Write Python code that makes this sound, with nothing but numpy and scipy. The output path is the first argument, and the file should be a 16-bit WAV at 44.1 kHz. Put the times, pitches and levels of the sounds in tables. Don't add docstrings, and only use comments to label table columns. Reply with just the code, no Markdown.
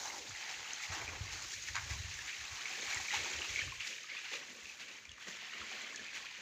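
import sys
import numpy as np
from scipy import signal
from scipy.fft import rfft, irfft
from scipy.io import wavfile

SR = 44100
rng = np.random.default_rng(int(sys.argv[2]) if len(sys.argv) > 2 else 0)


def pcm_store(signal):
    levels = np.round(np.clip(np.atleast_2d(signal), -1, 1) * 32767)
    wavfile.write(sys.argv[1], SR, levels.astype(np.int16).T)


N = 282681


def gain_of(db):
    return 10 ** (np.asarray(db) / 20)


def evened(x):
    return x / np.sqrt(np.mean(x ** 2) + 1e-20)


def noise(length=N):
    return rng.standard_normal(length)


def follow(rows):
    times, values = np.transpose(rows)
    return np.interp(np.arange(N) / SR, times, values)


def add(mix, s, sound):
    part = mix[max(round(s * SR), 0):][:len(sound)]
    part += sound[:len(part)]


def coloured(x, tone, size=8192):
    hz, db = np.transpose(tone)
    bins_hz = abs(np.fft.fftfreq(size, 1 / SR))
    log_gain = np.log(gain_of(np.interp(np.log(bins_hz + 1), np.log(hz), db)))
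    taps = np.fft.ifft(np.exp(np.conj(signal.hilbert(log_gain)))).real[:size // 2]
    return signal.oaconvolve(x, taps)[:len(x)]


def resonate(x, hz, width_hz):
    turn = np.exp(2j * np.pi * np.cumsum(hz * np.ones(len(x))) / SR)
    r = np.exp(-np.pi * width_hz / SR)
    return evened((turn * signal.lfilter([1], [1, -2 * r, r * r], x / turn)).real)


def wander(rate_hz):
    hz = np.fft.rfftfreq(N, 1 / SR)
    return evened(irfft(rfft(noise()) / (1 + (hz / rate_hz) ** 2), N))


def spells(rows, base_db, attack_s, release_s):
    t, power = np.arange(N) / SR, gain_of(base_db) ** 2
    for s, length, db in rows:
        shape = np.clip((t - s) / attack_s, 0, 1) * np.exp(-np.maximum(t - s - length, 0) / release_s)
        power = power + (gain_of(db) * shape) ** 2
    return np.sqrt(power)


def impacts(per_s, spread_db):
    chance, side = rng.random((2, N))
    size = gain_of(spread_db * np.minimum(rng.exponential(1, N), 5))
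    return size * np.sign(side - .5) * (chance < per_s / SR)


def ping(hz, cycles, glide, t, swell_cycles=0.35):
    age = hz * t / cycles
    shape = (1 - np.exp(-(hz * t / swell_cycles) ** 2)) * np.exp(-age)
    return shape / shape.max() * np.sin(2 * np.pi * hz * t * (1 + glide * np.minimum(age, 2)))


def droplets(low_hz, high_hz, per_s, cycles, spread_db, most=6000, size=400):
    count = int(per_s * N / SR)
    when, pitch, weakness = rng.random((most, 3))[:count].T[:, :, None]
    hz = low_hz * (high_hz / low_hz) ** pitch
    height = gain_of(-spread_db * np.log(.02 + weakness))
    rings = height * np.sqrt(hz) * ping(hz, cycles, glide=0.013, t=np.arange(size) / SR)
    at = (when * N).astype(int) + np.arange(size)
    return evened(np.bincount(at.ravel(), rings.ravel(), N)[:N])


def yard(x, fade_s=0.17, echo_db=-7, count=24):
    delay_s, side = rng.uniform(.004, .09, count), rng.choice([-1, 1], count)
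    bounces = np.bincount((delay_s * SR).astype(int), side * gain_of(-60 * delay_s / fade_s))
    echoes = signal.oaconvolve(x, bounces / np.linalg.norm(bounces))[:N]
    return (x + gain_of(echo_db) * echoes) / np.sqrt(1 + gain_of(echo_db) ** 2)


# f/Hz, level/dB
AIR_TONE = [(20, -13), (60, -27), (130, 6.5), (200, -0.5), (400, 2.5), (800, -8), (2300, 7.5), (4500, -8.5),
            (6700, 0), (7600, -34), (9000, -42), (12500, -44), (15400, -33)]

def air(level_db=-65.0):
    return gain_of(level_db) * evened(coloured(noise(), AIR_TONE))


# f/Hz, level/dB
WIND_TONE = [(15, -58), (30, -12), (50, -8), (72, -0.5), (95, -4), (125, -8.5), (160, -20.5), (250, -31),
             (600, -66)]
# t/s, length/s, relative level/dB
GUSTS = [(0, 0.25, -66), (.27, 0.038, -53.5), (.56, 0.045, -59), (.88, 0.048, -47.5), (.97, 0.36, -50),
         (1.34, 0.097, -55.5), (1.53, .13, -60), (1.68, 0.18, -50), (1.89, 0.11, -42.5), (2.02, 0.12, -44),
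         (2.19, 0.054, -57), (2.38, 0.044, -58), (2.49, 0.04, -55), (2.84, 0.045, -57),
         (2.96, 0.049, -56.5), (3.15, 0.078, -54), (3.33, .06, -54.5), (3.48, .09, -54), (3.62, .08, -51.5),
         (3.75, 0.03, -60), (4.61, 0.029, -65), (5.07, 0.054, -61), (5.58, 0.046, -63), (5.99, 0.037, -74)]
# t/s, level/dB, f/Hz
PUFFS = [(0.899, -37.5, 86), (1.208, -34, 92), (1.236, -50, 82), (2.962, -45.5, 85), (3.621, -45, 89)]

def wind(puff_s=0.0041):
    swirls = evened(coloured(noise(), WIND_TONE))
    gusts = spells(GUSTS, base_db=-80, attack_s=0.025, release_s=0.025)
    out = swirls * gusts * gain_of(-3.0 + 2.2 * wander(rate_hz=6.1))
    t = np.arange(SR // 10) / SR
    shape = t / puff_s * np.exp(1 - t / puff_s)
    for s, db, hz in PUFFS:
        add(out, s, gain_of(db) * shape * np.sin(2 * np.pi * hz * t))
    return out


# f/Hz, level/dB
RUNOFF_TONE = [(60, -30), (140, -14.5), (210, -1), (340, 2.5), (490, 3.5), (600, 2.5), (800, -7.5),
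               (1200, -29), (3000, -43)]
# t/s, f/Hz
HOLLOW_NOTE = [(0, 500), (.8, 493), (1.0, 310), (2.5, 380), (3.6, 361), (3.9, 500), (4.4, 455), (4.55, 229),
               (5.3, 217), (6.41, 223)]
# t/s, length/s, relative level/dB
SPILLS = [(0, 0.28, -56), (.45, 0.28, -64.5), (.9, .26, -58), (1.2, 0.26, -65), (1.85, 0.11, -66.5),
          (2.6, 0.63, -63.5), (2.77, 0.061, -52.5), (3.12, 0.29, -54.5), (3.4, 0.28, -59),
          (3.87, 0.077, -61), (4.1, 0.053, -65.5), (4.31, 0.041, -53), (4.4, 0.22, -63.5),
          (4.79, 0.17, -67.5), (5.26, 0.056, -57.5), (5.52, 0.503, -59.5), (6.13, 0.064, -63),
          (6.38, .03, -56)]
# t/s, level/dB, f/Hz
THUDS = [(0.959, -59, 320), (3.125, -42.5, 852), (4.325, -54.5, 470), (4.495, -61, 228),
         (5.277, -53.5, 226), (5.994, -62, 218)]

def runoff(swell_s=0.015):
    patter = evened(impacts(per_s=820, spread_db=2.0)) + 1.35 * noise()
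    hollow = resonate(noise(), follow(HOLLOW_NOTE), width_hz=73)
    spill = spells(SPILLS, base_db=-70, attack_s=0.011, release_s=0.035)
    spill *= gain_of(-3.5 + 2.5 * wander(rate_hz=22))
    out = evened(evened(coloured(patter, RUNOFF_TONE)) + 0.41 * hollow) * spill
    t = np.arange(SR // 8) / SR
    shape = (t / swell_s * np.exp(1 - t / swell_s)) ** 2
    for s, db, hz in THUDS:
        add(out, s, gain_of(db) * shape * resonate(noise(len(t)), hz, width_hz=88))
    return out


# t/s, relative level/dB, f/Hz
BUBBLES = [(3.677, -44, 1160), (3.722, -38, 1034), (4.041, -45, 1210), (4.148, -43, 1100),
           (5.925, -47, 1080), (6.242, -45.5, 1060)]

def bubbles(trim_db=-3.5):
    t, out = np.arange(SR // 15) / SR, np.zeros(N)
    for s, db, hz in BUBBLES:
        add(out, s, gain_of(db + trim_db) * ping(hz, cycles=4.4, glide=0.012, t=t, swell_cycles=2.3))
    return out


# f/Hz, level/dB
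SMACK_TONE = [(250, -22), (600, -20), (900, 16), (1600, 18.5), (2400, 12), (3500, -33), (6300, -54),
              (8600, -56)]
# f/Hz, level/dB
SPRAY_TONE = [(2000, -15), (3200, -2.5), (3900, 1.5), (5100, 1), (5800, 3.5), (6600, 5), (7300, 0),
              (7800, -8.5), (8400, -18.5), (9500, -25.5), (12000, -45.5)]
# t/s, level/dB, share of spray (0 to 1), rise time/s
SLAPS = [(.824, -48, 1, 0.0017), (0.919, -40.5, .5, 0.0052), (1.53, -42, 1, 0.0051),
         (1.745, -44, 0, 0.0035), (1.754, -28.5, 0.41, 0.0016), (1.765, -29.5, 0.21, 0.0014),
         (1.776, -40, 0, 0.0016), (3.138, -37, 0.4, 0.0044), (3.804, -56, 0.4, 0.0024),
         (5.181, -53, 0.36, 0.0017), (5.959, -38, 0.86, 0.0014), (6.13, -51, 0.37, 0.0017)]

def slaps(tail_s=0.01, tail_gain=0.037):
    t, out = np.arange(SR // 10) / SR, np.zeros(N)
    for s, db, bright, rise_s in SLAPS:
        shape = t / rise_s * np.exp(1 - t / rise_s) + tail_gain * np.exp(-t / tail_s)
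        smack = evened(coloured(noise(len(t)), SMACK_TONE))
        spray = evened(coloured(noise(len(t)), SPRAY_TONE))
        add(out, s, gain_of(db) * shape * ((1 - bright) * smack + bright * spray))
    return out


# t/s, level/dB, f/Hz, tick compared with ring/dB
FAT_DROPS = [(.1, -37, 2080, -16), (.3595, -39, 1940, -15), (0.734, -28, 6260, -22),
             (.8354, -34.5, 2260, -16), (1.078, -34, 2380, -13), (1.4246, -31, 6530, -12),
             (1.685, -34.5, 1830, -15), (2.1892, -37.5, 1750, -1), (2.3307, -37, 2450, -16),
             (2.655, -31, 2220, -21), (2.9336, -31, 2180, -14), (2.946, -28, 7140, -18),
             (2.971, -32, 1900, -17), (3.084, -31.5, 2270, -20), (3.106, -29.5, 1970, -13),
             (3.418, -29.5, 2800, -19), (3.5594, -26.5, 2240, -20), (3.59, -25.5, 2250, -13),
             (3.615, -33.5, 1790, -10), (3.805, -34, 2740, -25), (4.116, -34.5, 2220, -20),
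             (4.1677, -33.5, 2460, -21), (4.656, -40, 2650, -5), (4.696, -38, 2520, -16),
             (5.053, -43.5, 2330, -3.5), (5.093, -42, 3260, -4), (5.116, -41.5, 2830, -1),
             (5.3531, -42, 2300, -15)]

def drops(jet_db, tick_s=0.0019, stray_count=36, stray_hz=2250):
    t, out = np.arange(SR // 25) / SR, np.zeros(N)
    strays = []
    for when, big, high in rng.random((stray_count, 3)):
        db = jet_db[int(when * N)] + 8 + 4 * (big - .5)
        hz = stray_hz * 2 ** (0.78 * (high - .5))
        strays.append((when * N / SR, db, hz, -13))
    for s, db, hz, tick_db in FAT_DROPS + strays:
        tick = evened(coloured(noise(len(t)), SPRAY_TONE)) * np.exp(-t / tick_s)
        ring = ping(hz, cycles=6.9, glide=0.0056, t=t, swell_cycles=2.1)
        add(out, s, gain_of(db) * (ring + gain_of(tick_db) * tick))
    return out


# f/Hz, level/dB
FIZZ_TONE = [(5000, -30), (8000, 0), (9000, 1.5), (10000, -0.5), (11300, 0.5), (12600, -2.5), (14000, 3),
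             (15400, 3)]

def fizz(hits):
    ticks = evened(impacts(per_s=3100, spread_db=7.0))
    return coloured(.5 * hits + 0.46 * ticks + 0.97 * noise(), FIZZ_TONE)


# f/Hz, level/dB
DRUM_TONE = [(300, -35.5), (550, -15), (760, -3), (900, -3), (1100, 1.5), (1400, 0.5), (2000, 2.5),
             (4000, -31.5)]
# t/s, strength (1 = as strong as the wall)
CORNER_RING = [(0, 0.91), (.8, 0.59), (1.3, 0.37), (2.5, 0.21), (2.8, 0.3), (3.4, 0.45), (3.7, .05),
               (5.4, 0.09), (6.41, 0.14)]

def drumming(hits, wash):
    gurgling = yard(droplets(567, 1723, per_s=300, cycles=3.9, spread_db=6.0))
    corner = follow(CORNER_RING) * resonate(noise(), hz=845, width_hz=244)
    return evened(coloured(hits + 1.28 * wash + 0.46 * gurgling, DRUM_TONE)) + corner


def mist(hits, wash):
    tinkling = yard(droplets(3350, 7640, per_s=450, cycles=11.8, spread_db=5.0))
    return coloured(hits + 1.59 * wash + 0.46 * tinkling, SPRAY_TONE)


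# f/Hz, level/dB
SPLASH_TONE = [(700, -33.5), (1300, -9.5), (1550, -7.5), (1800, -1.5), (2250, -0.5), (2700, 0),
               (3300, -2.5), (4500, -4), (7000, -12.5), (9000, -63.5)]
# t/s, f/Hz
FILM_NOTE = [(0, 2160), (1.0, 2070), (1.5, 2250), (1.8, 1990), (2.5, 2260), (3.6, 2270), (3.85, 2570),
             (4.1, 2340), (4.75, 2560), (5.25, 1960), (6.0, 2220), (6.3, 2500)]

def splash(hits, wash):
    ringing = yard(droplets(1400, 3445, per_s=450, cycles=6.2, spread_db=2.0))
    film = resonate(impacts(per_s=1300, spread_db=3.5), follow(FILM_NOTE), width_hz=680)
    return evened(coloured(hits + 0.69 * wash + .5 * ringing, SPLASH_TONE)) + 0.49 * film


# t/s, rise time/s, fade time/s, splash level/dB, mist level/dB, drum level/dB
SURGES = [(.47, .03, 0.034, -47, -48, -54), (.815, 0.018, .035, -44, -44.5, -74),
          (.895, 0.04, 0.079, -48.5, -47.5, -47.5), (1.31, 0.023, 0.034, -51, -45.5, -52),
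          (1.405, 0.02, 0.05, -54, -51, -69), (1.49, 0.024, 0.042, -49.5, -47, -73),
          (1.665, 0.019, 0.021, -46, -46.5, -58), (1.745, 0.022, 0.033, -41.5, -54, -45.5),
          (1.89, 0.013, 0.064, -50.5, -46.5, -64), (2.24, 0.042, 0.13, -46, -55, -80),
          (2.64, 0.031, 0.11, -44, -50, -65), (2.85, 0.073, .07, -41, -44, -61),
          (3.1, 0.049, 0.078, -36.5, -42.5, -48), (3.55, 0.048, 0.043, -40.5, -53, -66),
          (3.797, .004, 0.09, -43.5, -49.5, -59), (3.82, 0.052, 0.11, -46.5, -46, -70),
          (4.085, 0.013, 0.19, -46, -70, -67), (4.3, 0.039, 0.046, -41.5, -46, -56),
          (4.785, 0.018, 0.044, -45.5, -51.5, -62), (4.87, 0.018, 0.14, -51.5, -57, -61.5),
          (5.26, 0.022, .045, -56, -49.5, -54), (6.127, 0.0037, 0.07, -49.5, -54, -69),
          (6.13, 0.027, 0.065, -46, -49.5, -60)]

def surges():
    t, power = np.arange(N) / SR, np.zeros((3, N))
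    for s, rise_s, fade_s, *db in SURGES:
        shape = np.clip((t - s) / rise_s, 0, 1) * np.exp(-np.maximum(t - s - rise_s, 0) / fade_s)
        power += (gain_of(db)[:, None] * shape) ** 2
    return np.sqrt(power)


# t/s, mist level compared with the jet/dB
SLANT = [(0, 8), (.4, -1), (1.15, -1.5), (1.5, 2), (2.3, -.5), (3, .5), (3.75, -2.5), (4.2, -4), (4.8, 0.5),
         (5.4, -6), (6.41, -6)]
# t/s, drum level compared with the jet/dB
HEAD_ON = [(0, -3.5), (.45, -8), (.8, -7.5), (1.47, -7), (1.6, -23), (1.9, -7.5), (2.22, -14.5),
           (2.45, -6.5), (2.96, -6), (3.08, -18), (3.3, -7.5), (3.6, -20.5), (4.5, -10.5), (5.1, -10),
           (5.4, -15), (5.6, -6.5), (6.41, -19.5)]

def flow(jet_db):
    swaying_db = jet_db + 0.59 * wander(rate_hz=7.3)
    slant_db = follow(SLANT)
    splash_db = swaying_db + wander(rate_hz=17)
    mist_db = swaying_db + slant_db
    drum_db = swaying_db + follow(HEAD_ON) + 2.5 * wander(rate_hz=5)
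    fizz_db = -29.5 + 0.79 * swaying_db + 1.07 * slant_db + wander(rate_hz=29)
    steady = gain_of([splash_db, mist_db, drum_db, fizz_db])
    more_splash, more_mist, more_drum = surges()
    more_fizz = gain_of(-19.0) * more_mist
    return np.hypot(steady, [more_splash, more_mist, more_drum, more_fizz])


def jet(jet_db):
    clumps_db = 0.36 * wander(rate_hz=67) + 0.62 * wander(rate_hz=65)
    hits = evened(yard(impacts(per_s=3600, spread_db=3.5)))
    wash = noise()
    sounds = splash(hits, wash), mist(hits, wash), drumming(hits, wash), fizz(hits)
    water = sum(evened(sound) * level for sound, level in zip(sounds, flow(jet_db)))
    return water * gain_of(clumps_db)


# t/s, level/dB
JET_SWEEP = [(0, -53), (.27, -52.5), (.42, -48), (1.25, -50.5), (2.05, -50.5), (2.55, -49.5), (2.9, -46),
             (3.3, -45), (3.6, -44.5), (3.77, -50), (4.07, -55.5), (4.22, -48.5), (4.55, -54), (5.17, -64),
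             (5.215, -50.5), (5.8, -46), (6.11, -51), (6.41, -50.5)]

def scene():
    jet_db = follow(JET_SWEEP)
    splats = yard(drops(jet_db) + slaps() + bubbles(), fade_s=0.26, echo_db=-7.5)
    return (jet(jet_db) + runoff() + splats + wind() + air())[None]


def record(dry, low_cut_hz=42, high_cut_hz=15560):
    low_cut = signal.butter(4, low_cut_hz, "highpass", fs=SR, output="sos")
    high_cut = signal.firwin(1023, high_cut_hz, window=("kaiser", 9), fs=SR)
    return signal.oaconvolve(signal.sosfilt(low_cut, dry), high_cut[None], "same")


dry = scene()
out = record(dry)
pcm_store(out)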